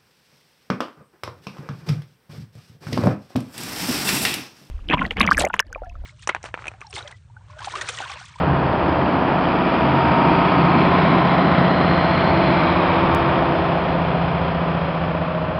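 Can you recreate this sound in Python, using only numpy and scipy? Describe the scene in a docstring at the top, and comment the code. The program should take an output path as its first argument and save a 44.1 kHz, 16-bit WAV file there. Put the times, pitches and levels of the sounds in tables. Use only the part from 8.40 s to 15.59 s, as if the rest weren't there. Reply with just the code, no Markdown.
"""Tractor with snowblower passing

A six-cylinder diesel tractor creeps past, pushing a snowblower. Two sine tones drone as the exhaust;
noise modulated at each firing is coloured into block clatter, blower rumble and roar, and a hissing plume.
Blade tones throb with gulps of snow, a faint turbocharger whistles, engine orders sing and one tick clicks.
Engine and roar swell by the 1 / distance law; behind the cab, roar and clatter drop further.
Panel resonances ring out in turn, and two treble bands glide."""
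import sys
import numpy as np
from scipy import signal
from scipy.fft import rfft, irfft, next_fast_len
from scipy.io import wavfile
from scipy.ndimage import map_coordinates

SR = 44100
rng = np.random.default_rng(int(sys.argv[2]) if len(sys.argv) > 2 else 0)


def master(y):
    """Save y as 16-bit WAV."""
    cut = np.clip(np.atleast_2d(y).T, -1, 1)
    pcm = np.round(cut * 32767)  # scale
    wavfile.write(sys.argv[1], SR, pcm.astype(np.int16))


N = 317079


def amp(db):
    """Decibel law: level to amplitude gain."""
    return 10 ** (np.asarray(db) / 20)


def unit(x):
    """Power normalisation: scale to rms 1."""
    return x / np.sqrt(np.mean(x ** 2) + 1e-20)


def bell(x, centre, width):
    """Gaussian hump of height 1."""
    return np.exp(-0.5 * ((x - centre) / width) ** 2)


def curves(rows, t=None):
    """Linear interpolation of each column after the time, per sample or at the times t."""
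    times, *columns = np.transpose(rows)
    if t is None:
        t = np.arange(N) / SR
    return [np.interp(t, times, column) for column in columns]


def wobble(rate):
    """Band-limited fluctuation: a smooth random curve with rate knots a second."""
    coarse = np.arange(0, N + 128, 128)
    knots = rng.standard_normal(512)
    smooth = map_coordinates(knots, [coarse * rate / SR], mode="mirror")
    return np.interp(np.arange(N), coarse, smooth)


def filtered(x, response):
    """Linear filtering: multiply the spectrum by a response of frequency in Hz."""
    size = next_fast_len(N + 8192)
    return irfft(rfft(x, size) * response(np.fft.rfftfreq(size, 1 / SR)), size)[:N]


def coloured(x, spectrum):
    """Spectral shaping by frequency and level points, normalised to rms 1."""
    points_hz, points_db = np.transpose(spectrum)

    def response(hz):
        return amp(np.interp(np.log(hz + 1), np.log(points_hz), points_db))

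    return unit(filtered(x, response))


# The engine sags under load and recovers: time_s, four_stroke_cycles_hz
SPEED = [(0.0, 15.28), (0.6, 15.21), (0.9, 15.11), (1.6, 15.02), (2.4, 15.01), (3.2, 15.09), (4.1, 15.25),
         (4.8, 15.25), (6.6, 14.94), (7.19, 14.98)]


def cycle_rate(t=None):
    """Engine speed under varying load, in four-stroke cycles per second."""
    return curves(SPEED, t)[0]


TRAVEL_M_PER_S = 1.0
# the cab comes between the listener and the working parts
CAB_S, CAB_FADE_S = 5.44, 0.27


def going_by(when, distance, near_db, cab_db):
    """Spherical spreading: level in dB falls as 1 / distance; the cab then takes off cab_db."""
    t = np.arange(N) / SR
    hidden = 0.5 + 0.5 * np.tanh((t - CAB_S) / (2 * CAB_FADE_S))
    spreading_db = 10 * np.log10(1 + (TRAVEL_M_PER_S * (t - when) / distance) ** 2)
    return near_db - spreading_db - cab_db * hidden


def tone(cycles, order, waver_db, waver_rate, drift):
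    """Harmonic order of rotation: a sine of rms 1, unsteady in level and phase."""
    phase = 2 * np.pi * (order * cycles + rng.random()) + drift * wobble(7)
    return unit(amp(waver_db * wobble(waver_rate)) * np.sin(phase))


def drone(cycles, order, level_db):
    """Pure-tone radiation: one nearly steady exhaust order."""
    return amp(level_db) * tone(cycles, order, waver_db=1.2, waver_rate=8, drift=0.2)


# The lower exhaust tone swells and sinks: time_s, level_db
LOW_DRONE = [(0, -23.5), (.8, -44.5), (1.05, -28.5), (1.6, -32), (1.82, -25.5), (2.25, -24.5), (2.5, -28.5),
             (3.2, -28), (3.68, -23.5), (3.95, -28.5), (4.4, -25.5), (4.95, -36.5), (5.3, -27.5),
             (5.8, -26), (7.19, -29.5)]
# The upper exhaust tone goes by: closest_s, distance_m, closest_db, cab_loss_db (negative: a gain)
BOOM_PASS = (3, 0.97, -23, -3)
LOW_ORDER, BOOM_ORDER = 11, 12  # multiples of the cycle rate


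def exhaust(cycles):
    """Periodic exhaust pulses: the pipe booms at two orders near twice the firing rate."""
    low = drone(cycles, LOW_ORDER, curves(LOW_DRONE)[0])
    boom = drone(cycles, BOOM_ORDER, going_by(*BOOM_PASS))
    return low + boom


def repeating(cycles, fade_rate=0.808, count=4, size=2048):
    """Cyclic repetition: patterns return every engine cycle while their mix slowly shifts."""
    spectra = np.exp(2j * np.pi * rng.random((count, size // 4)))  # flat, with random phases
    patterns = irfft(spectra, size)
    position = cycles % 1 * size
    played = np.array([map_coordinates(p, [position], order=1, mode="grid-wrap") for p in patterns])
    weights = np.array([wobble(fade_rate) for _ in patterns])
    weights = weights / np.linalg.norm(weights, axis=0)
    return unit(np.sum(played * weights, axis=0))


def fresh_noise():
    """Random excitation: low-passed Gaussian noise that never repeats."""
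    return unit(filtered(rng.standard_normal(N), lambda hz: hz < 7700))


# Cylinders in firing order: relative_knock_strength (no unit)
CYLINDERS = [1.9, 0.65, 1.2, 1.4, 1.1, 0.63]


def knocking(cycles, locked, depth, decay):
    """Impulsive excitation: vibration leaps at each firing, then decays; the locked share of power repeats."""
    count = len(CYLINDERS)
    firing = cycles * count
    since = firing % 1  # in firing intervals, as is decay
    strength = np.take(CYLINDERS, firing.astype(int) % count)
    knock = strength * np.exp(-since / decay) * (1 - np.exp(-since / 0.11))
    vibration = np.sqrt(locked) * repeating(cycles) + np.sqrt(1 - locked) * fresh_noise()
    return vibration * (1 - depth + depth * unit(knock))


# The engine block goes by: closest_s, distance_m, closest_db, cab_loss_db
CLATTER_PASS = (3, 3, -20.5, 3)
# Colour of the block clatter: frequency_hz, relative_density_db
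BLOCK = [(200, -44.5), (420, -6), (530, 2), (680, -0.5), (850, 0.5), (1100, -2.5), (1300, -4.5), (1550, -8),
         (1900, -11.5), (2600, -44.5), (5000, -65.5)]


def engine(cycles):
    """Structure-borne radiation: combustion knocks shake the block."""
    clatter = coloured(knocking(cycles, locked=0.52, depth=0.22, decay=0.61), BLOCK)
    return amp(going_by(*CLATTER_PASS)) * clatter


# Gulps of snow reach the impeller: centre_s, half_length_s, relative_peak_load_db
GULPS = [(0.093, 0.034, -16.5), (0.246, 0.038, -20.5), (0.628, 0.054, -25), (1.2, 0.023, -27.5),
         (1.535, .07, -16.5), (2.245, .2, -23.5), (2.914, 0.11, -18.5), (3.218, 0.052, -25),
         (3.757, 0.029, -20), (4.086, 0.076, -22.5), (4.88, 0.043, -22.5), (5.083, .04, -25.5),
         (5.315, 0.064, -24.5), (5.708, 0.026, -27), (5.91, 0.052, -29)]
IDLE_LOAD_DB = -38.5  # between gulps, on the same relative scale


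def snow_load():
    """Load modulation: a steady feed plus the gulps sets how hard the impeller works."""
    t = np.arange(N) / SR
    gulps = sum(amp(db) * bell(t, s, span) for s, span, db in GULPS)
    return amp(IDLE_LOAD_DB) + gulps


# Colour of the auger's rumble: frequency_hz, relative_density_db
RUMBLE = [(12, -37), (30, -27), (45, -9.5), (58, -10), (78, 2.5), (92, -1), (110, -5.5), (150, -3),
          (220, -24.5), (500, -66)]
# Colour of the housing's roar: frequency_hz, relative_density_db
ROAR = [(90, -39.5), (140, 1.5), (185, -3.5), (240, -1), (300, -1), (380, -1.5), (460, -11), (600, -15),
        (1200, -59.5)]
# Auger rumble before the panels act: time_s, level_db
CHURN = [(0, -28), (1.05, -32), (1.9, -29), (3.35, -30), (4.3, -30), (4.85, -27.5), (5.5, -29.5),
         (6.2, -31), (7.19, -31)]
# The housing goes by: closest_s, distance_m, closest_db, cab_loss_db
ROAR_PASS = (2.5, 1.5, -20.5, 2.5)
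GULP_ROAR_DB = -0.5  # change in the roar at the biggest gulp: slightly softer


def blower(cycles, load):
    """Cavity and structural excitation: churned snow makes a lumpy rumble and a hollow housing roar."""
    rumble = coloured(knocking(cycles, locked=0.12, depth=0.087, decay=0.5), RUMBLE)
    roar = coloured(knocking(cycles, locked=0.19, depth=0.14, decay=1.0), ROAR)
    roar_db = going_by(*ROAR_PASS) + GULP_ROAR_DB * load / load.max() + 1.1 * wobble(8.7)
    return amp(curves(CHURN)[0]) * rumble + amp(roar_db) * roar


# Colour of the hiss: frequency_hz, relative_density_db
HISS = [(700, -25.5), (1400, -0.5), (1900, -3), (2400, -0.5), (2800, -3.5), (3300, -5.5), (3700, -13.5),
        (4300, -18), (5000, -18.5), (5500, -29.5), (6100, -48)]
# Hissing plume before the panels act: time_s, level_db
PLUME = [(0, -35.7), (.8, -33.5), (1.75, -29.5), (2.6, -28), (3.3, -28.5), (4.3, -27.5), (4.9, -31.5),
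         (5.6, -34), (6.4, -35), (7.19, -39)]


def spray(cycles):
    """Turbulent broadband noise: thrown snow hisses, mixed with the injectors' bright rattle."""
    bright = coloured(knocking(cycles, locked=0.31, depth=0.18, decay=0.4), HISS)
    return amp(curves(PLUME)[0] + 0.51 * wobble(12)) * bright


def impeller(cycles, load):
    """Blade-passing tone: the blades throb at 9.1 times the cycle rate, with their octave, under load."""
    blades = 9.1 * cycles
    throb = tone(blades, order=1, waver_db=0.5, waver_rate=10, drift=0.79)
    octave = tone(blades, order=2, waver_db=6.5, waver_rate=5.4, drift=0.3)
    return load * (amp(-4.0) * throb + amp(-16) * octave)


# Colour of the turbocharger whistle: frequency_hz, relative_density_db
WHISTLE = [(3500, -60.5), (3950, -17), (4120, 3), (4280, -13.5), (4800, -62)]
# The turbocharger goes by: closest_s, distance_m, closest_db, cab_loss_db (negative: a gain)
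TURBO_PASS = (3.5, 0.6, -46.5, -3)


def turbo():
    """Narrow-band noise: a thin, airy, wavering whistle, loudest beside the open engine bay."""
    whistle = coloured(rng.standard_normal(N), WHISTLE)
    return amp(going_by(*TURBO_PASS) + 0.64 * wobble(6)) * whistle


# Weaker engine tones: multiple_of_cycle_rate, relative_level_db
ORDERS = [(6, -41), (10, -39), (16, -38), (18, -38), (22, -36), (26, -38), (43, -37), (44, -38), (45, -39),
          (46, -41), (49, -41), (51, -41), (54, -41), (57, -40), (58, -40), (60, -41), (61, -41), (62, -41),
          (63, -41), (64, -41), (65, -43), (66, -39), (69, -44), (70, -44), (78, -43)]
# A panel faces the listener and the nearest order sings:
# centre_s, half_length_s, frequency_hz, width_hz, lift_db, tone_db
FLARES = [(.45, 0.087, 309, 30.3, 6.5, -35), (1.501, 0.79, 276, 60.3, 2, -39.5),
          (1.7, 0.41, 934.6, 39.7, 7, -34.5), (2.094, 0.39, 1260, 70.5, 2.5, -31.5),
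          (2.752, 0.41, 1045, 45, 6, -35), (3.054, .25, 777, 45.7, 3, -31.5),
          (3.547, 0.41, 1001, 30, -2.5, -33.5), (3.95, .3, 670, 30, 1.5, -37.5),
          (4.25, 0.61, 909, 45.2, 6, -36.5), (4.652, .5, 330, 25.2, 3.5, -31),
          (4.651, 0.27, 1172, 81, 4.5, -35), (5.705, .55, 749, 70, 1.5, -36),
          (7.05, .2, 626, 22.1, 0.5, -32)]
ORDERS_DB = -2  # added to all the weaker tones


def singing(cycles):
    """Resonant amplification: engine orders follow the clatter; a facing panel brings out its nearest one."""
    t = np.arange(N) / SR
    clatter_db = going_by(*CLATTER_PASS)
    nearness = amp(clatter_db - np.mean(clatter_db) + ORDERS_DB)
    gains = {order: amp(db) * nearness for order, db in ORDERS}
    for s, span, hz, _, _, db in FLARES:
        order = round(hz / float(cycle_rate(s)))
        gains[order] = gains.get(order, 0) + amp(db) * bell(t, s, span)
    return sum(gain * tone(cycles, order, waver_db=3.0, waver_rate=2.983, drift=0.21)
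               for order, gain in gains.items())


# Panel resonances: frequency_hz, width_hz, lift_db
PANELS = [(260, 31, 0), (340, 20, -1.3), (470, 86, 2), (654, 41, 4.5), (770, 45, 1.6), (916, 71, -2.5),
          (1020, 74, 2.8), (1250, 67, 1.5)]
# A bright band in the hiss glides: time_s, frequency_hz, lift_db
SHEEN = [(0, 4500, 2.5), (1.7, 4870, 4), (2.2, 4500, 5.5), (2.6, 3870, 6), (3.9, 4290, 10),
         (4.9, 3530, 2.5), (7.19, 3190, 0)]
# The low middle hollows out alongside: centre_s, half_length_s, frequency_hz, width_hz, depth_db
HOLLOW = (2.6, 1.4, 512, 87, 5.5)
# the ground reflection lifts one band as the engine nears; its pitch sinks briefly in passing
MIRROR_DB, MIRROR_PEAK_S, MIRROR_RISE_S = 4, 3, 1.8
MIRROR_FAR_HZ, MIRROR_NEAR_HZ, MIRROR_DIP_S, MIRROR_SINK_S = 2424, 2010, 3.36, 0.68
CANCEL_DB, CANCEL_ABOVE_HZ = 4, 580  # the dip above that band while alongside


def passing(x):
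    """Resonance and interference: panels turn to and from the listener, and two treble bands glide."""
    hz, t, z = signal.stft(x, SR, nperseg=2048)
    hz = hz[:, None]
    near = bell(t, MIRROR_DIP_S, MIRROR_SINK_S)
    mirror_hz = MIRROR_FAR_HZ + (MIRROR_NEAR_HZ - MIRROR_FAR_HZ) * near
    mirror_db = MIRROR_DB * bell(t, MIRROR_PEAK_S, MIRROR_RISE_S)
    lifted = mirror_db * bell(hz, mirror_hz, 170)
    # just above the lifted band the reflection cancels the direct sound
    cancelled = CANCEL_DB * near * bell(hz, mirror_hz + CANCEL_ABOVE_HZ, 200)
    sheen_hz, sheen_db = curves(SHEEN, t)
    sheen = sheen_db * bell(hz, sheen_hz, 150)
    panels = sum(db * bell(hz, centre, width) for centre, width, db in PANELS)
    flares = sum(db * bell(t, s, span) * bell(hz, centre, width)
                 for s, span, centre, width, db, _ in FLARES)
    s, span, centre, width, depth_db = HOLLOW
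    hollow = depth_db * bell(t, s, span) * bell(hz, centre, width)
    gain_db = lifted - cancelled + sheen + panels + flares - hollow
    return signal.istft(z * amp(gain_db), SR, nperseg=2048)[1][:N]


# A sharp tick: start_s, peak_db (before its low-pass)
TICK = [(4.749, -11.5)]
TICK_TOP_HZ = 15900


def tick():
    """Exponential relaxation: a sudden step that decays with a 0.24 ms time constant."""
    y = np.zeros(N)
    t = np.arange(64) / SR
    for s, db in TICK:
        y[round(s * SR):][:len(t)] += amp(db) * np.exp(-t / 0.00024)
    return filtered(y, lambda hz: hz < TICK_TOP_HZ)


def scene():
    """Synchronous excitation: one crankshaft drives the knocks, orders and blades."""
    cycles = np.cumsum(cycle_rate()) / SR
    load = snow_load()
    machine = engine(cycles) + blower(cycles, load) + spray(cycles)
    tones = exhaust(cycles) + impeller(cycles, load) + turbo() + singing(cycles)
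    return (passing(machine) + tones)[None]


TOP_HZ = 6100


def record(dry):
    """Band limitation: a sharp low-pass bounds the machine; the tick reaches above it."""
    return (filtered(dry[0], lambda hz: hz < TOP_HZ) + tick())[None]


dry = scene()
out = record(dry)
master(out)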